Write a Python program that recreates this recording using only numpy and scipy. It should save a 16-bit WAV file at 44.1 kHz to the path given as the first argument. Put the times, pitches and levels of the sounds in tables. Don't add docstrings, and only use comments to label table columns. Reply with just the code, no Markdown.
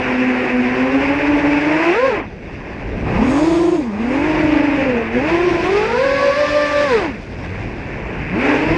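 import sys
import numpy as np
from scipy import signal
from scipy.fft import rfft, irfft, next_fast_len
from scipy.io import wavfile
from scipy.ndimage import uniform_filter1d, map_coordinates

SR = 44100
rng = np.random.default_rng(int(sys.argv[2]) if len(sys.argv) > 2 else 0)


def wrap_up_sound(samples):
    columns = np.atleast_2d(samples).T
    tamed = np.clip(columns, -1, 1)
    steps = np.round(tamed * 32767).astype(np.int16)
    wavfile.write(sys.argv[1], SR, steps)


def voltage_ratio(decibels):
    exponent = np.asarray(decibels, float) / 20
    return 10 ** exponent


N = 386757


def unit(x):
    return x / np.sqrt(np.mean(x ** 2) + 1e-20)


def curves(rows):
    s, *columns = np.transpose(rows)
    t = np.arange(N) / SR
    return np.array([np.interp(t, s, column) for column in columns])


def bumps(rows):
    t = np.arange(N) / SR
    return sum(db * np.exp(-((t - s) / half_s) ** 2) for s, half_s, db in rows)


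def wobble(rate_hz):
    knots = rng.standard_normal(int(N * rate_hz / SR) + 4)
    return map_coordinates(knots, [np.arange(N) * rate_hz / SR])


def coloured(x, spectrum):
    size = next_fast_len(N + 8192)
    hz, db = np.transpose(spectrum)
    log_hz = np.log(np.fft.rfftfreq(size, 1 / SR) + 1)
    gain = voltage_ratio(np.interp(log_hz, np.log(hz), db, left=-120, right=-120))
    return irfft(rfft(x, size) * gain, size)[:N]


def rush(spectrum, patchy_db, chop=1):
    z = signal.stft(rng.standard_normal(N + 512), nperseg=512)[2]
    field = uniform_filter1d(rng.standard_normal(z.shape), size=6, axis=0)
    field = uniform_filter1d(field, size=10, axis=1)
    noise = signal.istft(z * voltage_ratio(patchy_db * unit(field)), nperseg=512)[1][:N]
    return unit(coloured(noise * chop, spectrum))


# (time [s], blade rate of the loud pair [Hz], its tone level [dB], wash level [dB])
CRUISE = [(0, 253.6, -17.5, -27), (.7, 251, -16.5, -27), (1.3, 294.2, -17, -26.5), (1.6, 290.7, -16, -26),
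          (1.91, 338.4, -17.5, -23.5)]
BLIP = [(2.01, 514.3, -14, -29.5), (2.075, 552, -17.5, -27.5), (2.2, 285.5, -26, -30.5),
        (2.29, 166.3, -44, -46.5), (2.659, 144.6, -47, -39.5)]
DIVE = [(3.02, 132.2, -43, -37.5), (3.11, 154.8, -32.5, -27), (3.21, 212, -16, -26.5),
        (3.3, 261.3, -18, -25), (3.47, 327.5, -16, -27), (3.75, 354.7, -16, -33),
        (3.86, 229.9, -22.5, -37.5), (3.94, 196.3, -22.5, -35)]
TURN = [(4.28, 315, -17.5, -25), (4.43, 312.4, -18, -26.5), (4.64, 289.7, -16, -28.5),
        (4.87, 262.9, -19, -26.5), (4.98, 234, -23, -28.5), (5.09, 224.3, -25.5, -31.5)]
LIFT = [(5.19, 251.9, -19.5, -28.5), (5.3, 327, -15.5, -26.5), (5.469, 360, -16, -29.5),
        (5.6, 332, -17, -29.5)]
CLIMB = [(5.73, 397, -17.5, -26), (5.94, 476, -15.5, -30), (6.04, 556, -17, -29), (6.32, 563, -15.5, -29),
         (6.39, 591, -16, -29), (6.85, 588, -16, -29), (6.95, 455, -14.5, -27.5), (7.06, 318, -21, -31),
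         (7.14, 215, -29, -37.5)]
COAST = [(7.21, 122, -50, -45), (7.29, 88, -33, -43), (7.45, 86, -32, -39), (7.55, 98, -31, -36),
         (7.71, 116, -30, -39), (7.78, 121, -47, -38), (8.28, 150, -43, -34)]
CATCH = [(8.305, 160, -30, -33), (8.33, 186, -19, -32), (8.375, 225, -20, -28), (8.41, 262, -23, -24),
         (8.47, 289, -19, -23), (8.6, 306, -21, -25), (8.77, 344, -21, -27)]


def throttle():
    hz, tone_db, wash_db = curves(CRUISE + BLIP + DIVE + TURN + LIFT + CLIMB + COAST + CATCH)
    hover_hz, loaded_hz = 260, 215
    return hz, tone_db, wash_db, np.log2(np.maximum(hz, loaded_hz) / hover_hz)


def lee():
    return bumps([(3.595, 0.46, -8.5)])


# (time [s], second rotor over the pair [%], third rotor
STEERING = [(0, -16, 9), (.6, -8, 2), (.8, -7, -6), (.9, 5, -4), (1.55, 7, -4), (1.8, 5.5, 16),
            (1.96, 4, 11), (2.03, -7, 1.5), (2.25, -13, 10), (3.25, -6, 18), (3.5, -5, 9), (3.76, -9.5, 4),
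            (3.92, -5, 6), (4.12, -11, 16), (4.33, -6, 16), (4.5, -9, 9), (5.05, -5.5, 12), (5.18, 5, 19),
            (5.38, 4, 10), (5.49, -8, 7), (5.62, -13, 7), (5.86, -12, 12), (6.03, -8, -2),
                  (6.85, -9, -4), (6.94, 7, -6), (7.4, 9, -8), (8.4, -6, -11), (8.55, -11, -17),
                  (8.7, -5, -15)]


def blade_phases():
    pair_hz = throttle()[0]
    second, third = 1 + curves(STEERING) / 100
    hz = []
    for rate_hz in [pair_hz, pair_hz * second, pair_hz * third]:
        hunting = 1 + 0.004015 * wobble(25) + 0.00399 * wobble(9)
        hz.append(uniform_filter1d(rate_hz, size=1400) * hunting)
    return 2 * np.pi * np.cumsum(hz, axis=1) / SR


# (time [s], start [Hz], end [Hz], level [dB])
COIL_CHIRPS = [
    (2.19, 3900, 3000, -52),
    (2.255, 4100, 3000, -56),
    (2.44, 4100, 3100, -56),
    (2.45, 5900, 4900, -60),
    (2.56, 3400, 4000, -59),
    (2.67, 5700, 4700, -56),
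    (2.9, 3900, 3400, -55),
]
# (time [s], half length [s], level [dB])
WHISTLE_SWELL = [
    (2.3, 1.4, 6),
]


def coils():
    whistle = rush([(5880, -25), (5980, 0), (6040, 0), (6100, -25)], patchy_db=3)
    out = voltage_ratio(-75 + bumps(WHISTLE_SWELL) + 2.5 * wobble(5)) * whistle
    u = np.linspace(0, 1, 2600)
    for s, start_hz, end_hz, db in COIL_CHIRPS:
        glide = np.sin(2 * np.pi * np.cumsum(start_hz + (end_hz - start_hz) * u) / SR)
        out[round(s * SR):][:len(u)] += voltage_ratio(db) * np.sin(np.pi * u) * glide
    return out


# (time [s], level [dB])
MOUNT_BUZZ = [(3.05, -89.5), (3.3, -39), (3.55, -40.5), (3.77, -44), (3.9, -61), (4.15, -51), (4.4, -61),
              (4.8, -84.5)]
# (time [s], strength [dB, halved when struck])
BRIGHT_TICKS = [(0.387, -52), (0.5726, -37), (0.6394, -56), (0.8035, -50), (0.923, -44), (1.0899, -34.5),
                (1.3745, -47), (3.1857, -51), (3.2615, -44), (4.396, -54.5), (4.4408, -33), (4.7657, -42.5),
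                (5.7857, -51), (5.919, -46), (6.577, -37.5)]


def rattle():
    ringing = rush([(6150, -30), (6400, 0), (6750, -3), (7100, -7), (9500, -6), (11000, -14)], patchy_db=1)
    blows = np.zeros(N)
    for s, db in BRIGHT_TICKS:
        blows[round(s * SR)] = voltage_ratio(db / 2 + 1.0)
    ticks = coloured(blows, [(4000, -32.0), (6500, -4), (9000, 0.0), (12500, 8)])
    return voltage_ratio(curves(MOUNT_BUZZ)[0]) * ringing + ticks


# (time [s], buffet level [dB])
AIRSPEED = [(0, -31.5), (.15, -42), (1.45, -33.5), (1.93, -43), (2.3, -34.5), (2.66, -35), (3.1, -24),
            (3.4, -33.5), (3.9, -40.5), (4.35, -29), (4.86, -32.5), (5.08, -38), (5.28, -30.5),
            (6.3, -36.5), (6.98, -33), (7.21, -34.5), (7.9, -30), (8.5, -33.5)]
# (frequency [Hz], level [dB per Hz])
BUFFET_SPECTRUM = [(12, -40), (20, 0.5), (118, -5.5), (248, -8.5), (400, -10.5), (600, -17.5), (900, -25),
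                   (1300, -44), (1800, -120)]
WASH_SPECTRUM = [(90, -49), (150, -15), (300, 1), (600, -1), (1000, -0.5), (1250, -5.5), (1500, -24.5)]
HOUSING_SPECTRUM = [(1100, -40.5), (1350, -4), (1600, 1), (2200, 1), (2600, 0.5), (2950, -10.5),
                    (3300, -21.5), (3800, -29.5)]
HISS_SPECTRUM = [(2600, -24), (3000, -0.5), (3400, 2), (4200, -3), (4900, -0.5), (5900, -4), (6200, -7),
                 (7000, -9), (8000, -12), (10000, -11.5), (12500, -14)]
# (time [s], half length [s], level [dB])
HISS_SWELLS = [
    (3.55, .35, 4),
    (2.2, 0.3, -4),
    (7.33, 0.47, 4),
    (5.6, .3, 3.5),
]


def air(phases):
    _, _, wash_db, octaves = throttle()
    snap_db = bumps([(8.71, .07, 9.5)])
    buffet_db = curves(AIRSPEED)[0] + snap_db
    chop = 1 + .18 * np.sin(phases[0]) + 0.097 * np.sin(phases[1])
    gust_db = 0.93 * wobble(40) + 0.43 * wobble(14)
    buffet = voltage_ratio(buffet_db + 6 + 1.2 * wobble(6)) * rush(BUFFET_SPECTRUM, patchy_db=.6)
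    open_db = wash_db + 1.5 - 2 * octaves + gust_db + 1.2 * wobble(5)
    wash = voltage_ratio(open_db) * rush(WASH_SPECTRUM, patchy_db=2.0)
    housing = voltage_ratio(wash_db + lee() + 2.5 + gust_db) * rush(HOUSING_SPECTRUM, patchy_db=0.92, chop=chop)
    hiss_gain = np.hypot(voltage_ratio(wash_db - 17 + 8 * octaves), voltage_ratio(-54.5))
    hiss_gain = hiss_gain * voltage_ratio(0.9 * gust_db + bumps(HISS_SWELLS))
    hiss = hiss_gain * rush(HISS_SPECTRUM, patchy_db=1.2, chop=chop)
    return buffet + wash + housing + hiss


# (multiple of blade rate, level re third [dB])
HIGH_ORDERS = [(4, -10), (5, -15), (6, -23), (7, -17), (7.5, -21), (8, -16), (8.5, -21), (9, -16),
               (10, -24)]
# (time [s], half length [s], level [dB])
SHAFT_SHUDDERS = [
    (3.55, .3, 6),
    (8.72, .035, 20),
    (.02, .15, 5),
]
ODD_SHUDDERS = [
    (.9, 0.5, 5),
    (4.5, .4, -5.5),
    (5.15, .1, 8),
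    (5.4, .12, -5),
    (8.5, .3, 8.5),
]
SECOND_SHUDDERS = [
    (4.97, 0.17, 10),
    (3.55, .35, 0),
    (5.17, .07, 5.5),
    (1.0, 0.25, 2.5),
]
HIGH_SHUDDERS = [
    (2.03, .12, -6),
    (6.6, .35, 2),
    (5.8, .15, -4),
]


def overtone_levels(octaves):
    third_db = -16 + 3 * octaves + .4 * lee()
    orders = [(1 / 2, -21.5 + 8 * octaves + bumps(SHAFT_SHUDDERS)),
              (3 / 2, -15 - 6.5 * octaves + bumps(ODD_SHUDDERS)),
              (2, -10.5 + bumps(SECOND_SHUDDERS)),
              (3, third_db)]
    high_db = third_db + bumps(HIGH_SHUDDERS)
    return orders + [(order, high_db + db) for order, db in HIGH_ORDERS]


# (time [s], second under the pair [dB], third under the pair [dB])
PULL = [(.7, -15, -19), (.9, -7, -13.5), (1.15, -8, -19.5), (1.4, -9.5, -7.5), (1.7, -9.5, -22.5),
        (2.1, -7, -10), (3.25, -11.5, -1.5), (3.45, -6.5, -12), (3.749, -3.5, -8), (4.05, -18.5, -7),
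        (4.45, -6.5, -8.5), (4.8, -10, -4), (5.1, -7, -23.5), (5.5, -8.5, -8.5), (6.1, -4.5, -17),
        (6.8, -9.5, -25.5), (7.5, -14, -20), (8.4, -2.5, -12)]
# (time [s], strength of the twin [0-1])
NULLS = [(.03, .6), (.47, .7), (.765, .7), (.88, .7), (1.03, .4), (1.2, .5), (1.42, .4), (1.62, .5),
         (1.84, .35), (1.96, .3), (2.25, .1), (3.12, .1), (3.88, .15), (4.3, .15), (4.84, .35), (5.06, .4),
         (5.25, .5), (5.61, .4), (5.89, .6), (6.2, .5), (6.345, .7), (6.48, .9), (6.69, .75), (6.89, .5),
         (7.0, .3), (7.2, .05), (8.28, .05), (8.4, .3), (8.62, .2), (8.9, .2)]
# (frequency [Hz], gain [dB])
BODY = [(20, -0.5), (760, 0), (980, 3.5), (1250, 1), (1750, 1.5), (3000, 0), (15000, -3.5)]


def whine(phases):
    _, tone_db, wash_db, octaves = throttle()
    orders = overtone_levels(octaves)
    null_s = [s for s, _ in NULLS]
    slip = 2 * np.pi * np.interp(np.arange(N) / SR, null_s, np.arange(len(NULLS)))
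    strength = np.clip(curves(NULLS)[0], 0, 1)
    lean_db = 0.51 * np.clip(wash_db + 10.5 - tone_db, -9, 6)
    levels_db = [tone_db, *(tone_db + curves(PULL))]
    mates = [strength, .55 * strength, 0]
    blades, overtones = np.zeros(N), np.zeros(N)
    for phase, db, mate in zip(phases, levels_db, mates):
        beating = (np.sin(phase) - mate * np.sin(phase - slip)) / (1 + mate)
        blades += voltage_ratio(db + 1.5 + 1.2 * wobble(30)) * beating
        twin = phase - 2 * np.pi * np.cumsum(6.5 + 3.5 * wobble(5)) / SR
        effort = voltage_ratio(db + lean_db - 2.5)
        for order, order_db in orders:
            pair = np.sin(order * phase) + 0.58 * np.sin(order * twin)
            overtones += effort * voltage_ratio(order_db + .2 + 1.5 * wobble(25)) * pair
    flexing = .8 * coloured(blades ** 2, [(200, -30), (350, 0), (5000, 0)])
    return np.sqrt(2) * (blades + coloured(overtones, BODY)) + flexing


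def scene():
    phases = blade_phases()
    return (coils() + rattle() + air(phases) + whine(phases))[None]


def roll_off(x):
    return signal.sosfilt(signal.butter(12, 12020, fs=SR, output="sos"), x)


# (frequency [Hz], gain [dB])
MICROPHONE = [(15, -25.5), (45, -1), (5000, 0.5), (8000, -5), (12000, -24.5), (14000, -62)]


def record(dry):
    rounded = dry / (1 + np.abs(dry / .63) ** 6) ** (1 / 6)
    mix = coloured(rounded[0], MICROPHONE)[None]
    return roll_off(mix)


dry = scene()
out = record(dry)
wrap_up_sound(out)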